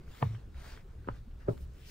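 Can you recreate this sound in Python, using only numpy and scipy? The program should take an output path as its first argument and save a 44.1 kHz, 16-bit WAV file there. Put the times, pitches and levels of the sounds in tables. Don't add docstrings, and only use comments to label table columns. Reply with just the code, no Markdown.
import sys
import numpy as np
from scipy import signal
from scipy.fft import rfft, irfft, next_fast_len
from scipy.io import wavfile
from scipy.ndimage import uniform_filter1d, map_coordinates

SR = 44100
rng = np.random.default_rng(int(sys.argv[2]) if len(sys.argv) > 2 else 0)


def int16_out(signal):
    q = np.round(np.clip(np.atleast_2d(signal).T, -1, 1) * 32767)
    wavfile.write(sys.argv[1], SR, q.astype(np.int16))


def natural_amplitude(level_db):
    exponent = np.asarray(level_db, float) / 20
    return 10 ** exponent


N = 83790


def unit(x):
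    return x / np.sqrt(np.mean(x ** 2) + 1e-20)


def along(points, hz):
    f, v = np.transpose(points)
    return np.interp(np.log(hz + 1), np.log(f + 1), v)


def wobble(rate):
    knots = rng.standard_normal(int(N * rate / SR) + 4)
    return map_coordinates(knots, [np.arange(N) * rate / SR])


def swell(peak_s, rise_s, fall_s):
    since = np.arange(N) / SR - peak_s
    return np.exp(-(since / np.where(since < 0, rise_s, fall_s)) ** 2 / 2)


def filtered(x, response):
    m = next_fast_len(N + SR // 2)
    return irfft(rfft(x, m) * response(np.fft.rfftfreq(m, 1 / SR)), m)[..., :N]


def ports(x, turn):
    # frequency in Hz, lead of the left microphone in radians.
    left_leads = [(100, 0), (300, .35), (600, .9), (1050, 2.1), (1500, .2), (3000, 1.2), (8000, 1.5)]
    right = filtered(x, lambda hz: np.exp(-1j * turn * along(left_leads, hz)))
    return np.array([x, right])


def rush(spectrum, alike, patchy_db):
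    z = signal.stft(rng.standard_normal((2, N)), nperseg=512)[2]
    field = uniform_filter1d(rng.standard_normal(z.shape[1:]), 6, 0)
    field = uniform_filter1d(field, 10, 1)
    pair = signal.istft(z * natural_amplitude(patchy_db * unit(field)), nperseg=512)[1][:, :N]

    def mid_and_side(hz):
        angle = np.arccos(np.clip(along(alike, hz), -1, 1)) / 2
        return natural_amplitude(along(spectrum, hz)) * [np.cos(angle), np.sin(angle)]

    mid, side = filtered(pair, mid_and_side)
    return unit(np.array([mid + side, mid - side]))


def scatter(x):
    # frequency in Hz, time to fall 60 dB in seconds.
    decay = [(150, 0.5), (500, 0.093), (1200, 0.075), (3000, 0.12), (8000, 0.0066)]
    hz, t, z = signal.stft(rng.standard_normal((2, SR // 4)), SR, nperseg=256)
    fade = natural_amplitude(-60 * t / along(decay, hz)[:, None])
    tail = signal.istft(z * fade, SR, nperseg=256)[1]
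    tail = filtered(tail, lambda f: f ** 2 / (f ** 2 + 220 ** 2))[:, :SR // 4]
    return signal.fftconvolve(x[None], tail / np.linalg.norm(tail[0]), axes=1)[:, :N]


def pings(rows):
    out, t = np.zeros(N + SR), np.arange(SR // 20) / SR
    for s, db, hz, width in rows:
        envelope = (1 - np.exp(-t * hz)) * np.exp(-np.pi * width * t)
        out[round(s * SR):][:len(t)] -= natural_amplitude(db + 6.5) * envelope * np.sin(2 * np.pi * hz * t)
    return out[:N]


def background():
    # frequency in Hz, density in dB per Hz.
    town = [(15, -8), (30, 2.5), (60, -7), (85, -12.5), (130, -11.5), (250, -23.5), (440, -25.5),
            (900, -45.5), (1900, -120)]
    drone = [(40, -56), (52, 1), (60, -7.5), (68, 7), (85, -22.5), (200, -120)]
    air = [(410, -29), (700, -5.5), (1400, -5), (2000, -12), (4000, -16), (9000, -23), (12000, -27),
           (14500, -23.5)]
    # frequency in Hz, likeness of the two microphones from 0 to 1.
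    far_alike = [(60, 0.98), (200, 0.96), (400, 0.61), (1000, .0), (1500, 0.57), (4000, 0.53),
                 (12000, 0.41)]
    hiss = natural_amplitude(-71) * rush(air, far_alike, patchy_db=1.3)
    hum = natural_amplitude(-51) * rush(drone, far_alike, patchy_db=-2.3)
    rumble = natural_amplitude(-49) * rush(town, far_alike, patchy_db=2.0)
    return hiss + hum + rumble


def strap():
    # peak in seconds, rise in seconds, fall in seconds, level in dB, centre in Hz.
    rasps = [
        (.245, .008, .014, -59, 820),
        (1.1, .006, .014, -59, 1350),
        (1.51, .012, .025, -58, 850),
        (1.41, .008, .04, -67, 1600),
        (1.5, .01, .015, -75, 5300),
        (1.858, .03, .025, -63.5, 2700),
        (1.895, .03, .03, -62, 5000),
    ]
    width_octaves = 0.32
    out = 0
    for s, rise, fall, db, hz in rasps:
        own, shared = rng.standard_normal((2, N)), 0.44 * rng.standard_normal(N)
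        band = filtered(own + shared, lambda f: np.exp(-(np.log2((f + 1) / hz) / width_octaves) ** 2 / 2))
        out = out + natural_amplitude(db) * swell(s, rise, fall) * unit(band)
    return out * natural_amplitude([[1.2], [-1.2]])


def cloth():
    # peak in seconds, rise in seconds, fall in seconds, level in dB, tilt in dB per octave.
    strokes = [(.1, 0.025, 0.019, -73.5, 8.5), (.18, 0.049, 0.079, -60.5, 6), (.33, 0.21, 0.069, -60, -1),
               (.6, 0.041, 0.026, -63.5, 0.3), (0.699, 0.066, 0.034, -55, 2),
               (.78, 0.064, 0.028, -60.5, 0.5), (.9, 0.02, 0.069, -72.5, -0.5),
               (1.16, 0.076, 0.03, -63.5, 0.6), (1.41, 0.011, 0.045, -65.5, -0.5),
               (1.503, 0.017, 0.036, -64, 5.5), (1.62, 0.044, 0.024, -63.5, 8),
               (1.851, 0.087, 0.015, -64, 4.5), (1.9, 0.022, .03, -55.5, 5.5)]
    # frequency in Hz, density in dB per Hz.
    fabric = [(290, 1), (500, -0.5), (1200, -1), (2150, -6), (4230, -11), (9500, -24), (13000, -30),
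              (15000, -23.5)]
    # frequency in Hz, likeness of the two microphones from 0 to 1.
    cloth_alike = [(500, 0.27), (1000, 0.75), (1500, .95), (3000, 0.65), (8000, 0.45), (15000, 0.21)]
    pivot_hz = 2500
    grain_db = wobble(300) + .2 * wobble(27)
    grainy = natural_amplitude(grain_db) * rush(fabric, cloth_alike, patchy_db=2.5)
    both = np.array([grainy[0], ports(grainy[1], 0.85)[1]])
    out = 0
    for s, rise, fall, db, tilt in strokes:
        tone = unit(filtered(both, lambda f: natural_amplitude(tilt * np.log2((f + 200) / pivot_hz))))
        out = out + natural_amplitude(db) * swell(s, rise, fall) * tone
    return out * natural_amplitude([[.8], [-.8]])


def grit():
    # start in seconds, peak in dB, pitch in Hz, width in Hz.
    grains = [(0.0787, -46.5, 1410, 500), (.3465, -47, 2200, 500), (.3483, -42, 1250, 400),
              (.351, -52.5, 1600, 250), (0.3517, -55.5, 3050, 200), (.356, -54, 1400, 250),
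              (0.5451, -41.5, 1830, 900), (0.7747, -44, 1440, 300), (1.0455, -51, 1510, 250),
              (1.0745, -21.5, 300, 300), (1.0752, -49, 2700, 700), (1.08, -34, 400, 400),
              (1.086, -47, 1200, 900), (1.0867, -22, 930, 900), (1.485, -49, 2400, 700),
              (1.4895, -50.5, 2200, 700), (1.4935, -54, 1800, 700), (1.572, -53.5, 1400, 300),
              (1.3123, -54.5, 2800, 900), (1.5783, -39.5, 1240, 900), (1.5776, -47, 3700, 1630),
              (1.578, -46.5, 2600, 1400), (1.677, -59, 8000, 1500), (1.737, -54, 7700, 2000),
              (1.817, -70, 2000, 2060)]
    ticks = pings(grains)
    return ports(ticks, 0.18) + natural_amplitude(-8) * scatter(ticks)


def side_tones():
    # start in seconds, peak in dB, pitch in Hz, width in Hz.
    tones = [
        (.2205, -38, 1090, 40),
        (.2285, -25, 1090, 60),
        (1.0875, -34, 1090, 70),
        (1.484, -38, 720, 60),
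    ]
    return natural_amplitude(-14) * pings(tones) * np.array([[-.5], [1]])


def frame():
    # peak in seconds, level in dB, pitch in Hz, rise in seconds, fall in seconds.
    flexes = [(0.237, -21.5, 132, 0.0049, 0.0065), (.268, -25, 107.5, 0.01, 0.0083),
              (0.305, -33.5, 114.4, 0.0072, 0.011), (0.359, -35.5, 111.7, 0.038, 0.014),
              (.392, -46.5, 117, 0.0048, 0.011), (0.431, -49.5, 104, .015, 0.056),
              (0.229, -34, 202, 0.0023, 0.0057), (.34, -54, 180.7, 0.054, 0.051),
              (1.108, -38.5, 116.3, 0.021, 0.017), (1.229, -50, 108.9, 0.25, 0.025),
              (.86, -62.5, 400, 0.016, 0.0067), (.95, -59.5, 446, .01, 0.0067),
              (1.277, -48.5, 222, 0.0036, 0.0059), (1.511, -30.5, 118, 0.011, 0.013),
              (1.678, -49.5, 119, 0.03, 0.023)]
    t = np.arange(N) / SR
    return sum(natural_amplitude(db) * swell(s, rise, fall) * np.cos(2 * np.pi * hz * (t - s))
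               for s, db, hz, rise, fall in flexes)


def step(tread, blows, turn, spread_db, scuff_db, sense):
    t, lag = np.arange(N) / SR, np.arange(SR // 2) / SR
    push = 0
    for s, db, contact_s in blows:
        since = np.maximum(t - s, 0) / contact_s
        push = push + natural_amplitude(db) * since * np.exp(-since) / (contact_s * SR)
    ring = 0
    for k, (hz, width, db) in enumerate(tread):
        mode = np.exp(-np.pi * width * lag) * np.sin(2 * np.pi * hz * lag)
        ring = ring + sense ** k * natural_amplitude(db) * width / 20 * mode
    rubber_hz = 4760
    knock = filtered(signal.fftconvolve(push, ring)[:N],
                     lambda f: (1j * f / (70 + 1j * f)) ** 2 / (1 + (f / rubber_hz) ** 4))

    land = max(blows, key=lambda b: b[1])[0]
    slide_s, stop_s, scuff_hz = .009, 0.012, 1200
    rub = filtered(rng.standard_normal((2, N)), lambda f: f / (f + 300) / (1 + (f / scuff_hz) ** 4))
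    slide = np.exp(-np.abs(t - land) / np.where(t < land, slide_s, stop_s))
    scuff = natural_amplitude(scuff_db) * slide * unit(rub)
    return ports(knock, turn) + natural_amplitude(spread_db) * scatter(knock) + scuff


def scene():
    # frequency in Hz, width in Hz, level in dB.
    treads = [[(126, 31, -18), (180, 35, 3), (450, 44, -10), (637, 100, -7), (853, 88, -7), (998, 120, -6),
               (1148, 130, -10.5), (1800, 60, -14.5), (2240, 270, -21.5), (2960, 1100, -24.5),
               (4000, 320, -27.5)], [(118, 13, -24), (194, 44, -9.5), (284, 58, -7), (400, 70, -9.5),
                                (547, 86, -9.5), (1030, 136, -4.5), (1270, 94, -10.5), (1454, 110, -13),
                                (2800, 650, -30)], [(106, 34, -1.5), (171, 18, -1), (250, 40, -11.5),
                                                 (407, 41.5, -0.5), (600, 62, -3), (644, 40, -7.5),
                                                 (840, 170, -15.5), (1020, 130, -23.5), (1270, 170, -17),
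                                                 (1520, 510, -27.5), (1850, 340, -36.5), (2400, 500, -45.5)]]
    # start in seconds, strength in dB, contact in seconds.
    first = [
        (0.2178, -42.5, 0.00017),
        (0.2252, -27, 0.000063),
        (0.2275, -34, 0.00018),
        (0.26, -35.5, 0.00087),
    ]
    second = [
        (1.0761, -48.5, 0.00013),
        (1.0805, -51.5, 0.00037),
        (1.0872, -34.5, 0.000079),
        (1.0957, -43, 0.00031),
    ]
    third = [
        (1.478, -44, 0.00029),
        (1.4836, -23, 0.00024),
        (1.4868, -34.5, 0.00011),
        (1.4907, -40, 0.00033),
        (1.4945, -36, 0.0001),
        (1.51, -48, 0.00016),
    ]
    turns = [.7, 1.1, -1.6]
    spread_dbs = [-12, -15, -10]
    scuff_dbs = [-42, -48, -46]
    senses = [-1, 1, -1]
    steps = zip(treads, [first, second, third], turns, spread_dbs, scuff_dbs, senses)
    climb = sum(step(*row) for row in steps)
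    return climb + frame() + grit() + cloth() + background() + strap() + side_tones()


def band_limit(x):
    return signal.sosfilt(signal.butter(12, 16810, fs=SR, output="sos"), x)


def record(dry):
    top_hz = 15690
    mix = filtered(dry, lambda f: f < top_hz)
    return band_limit(mix)


dry = scene()
out = record(dry)
int16_out(out)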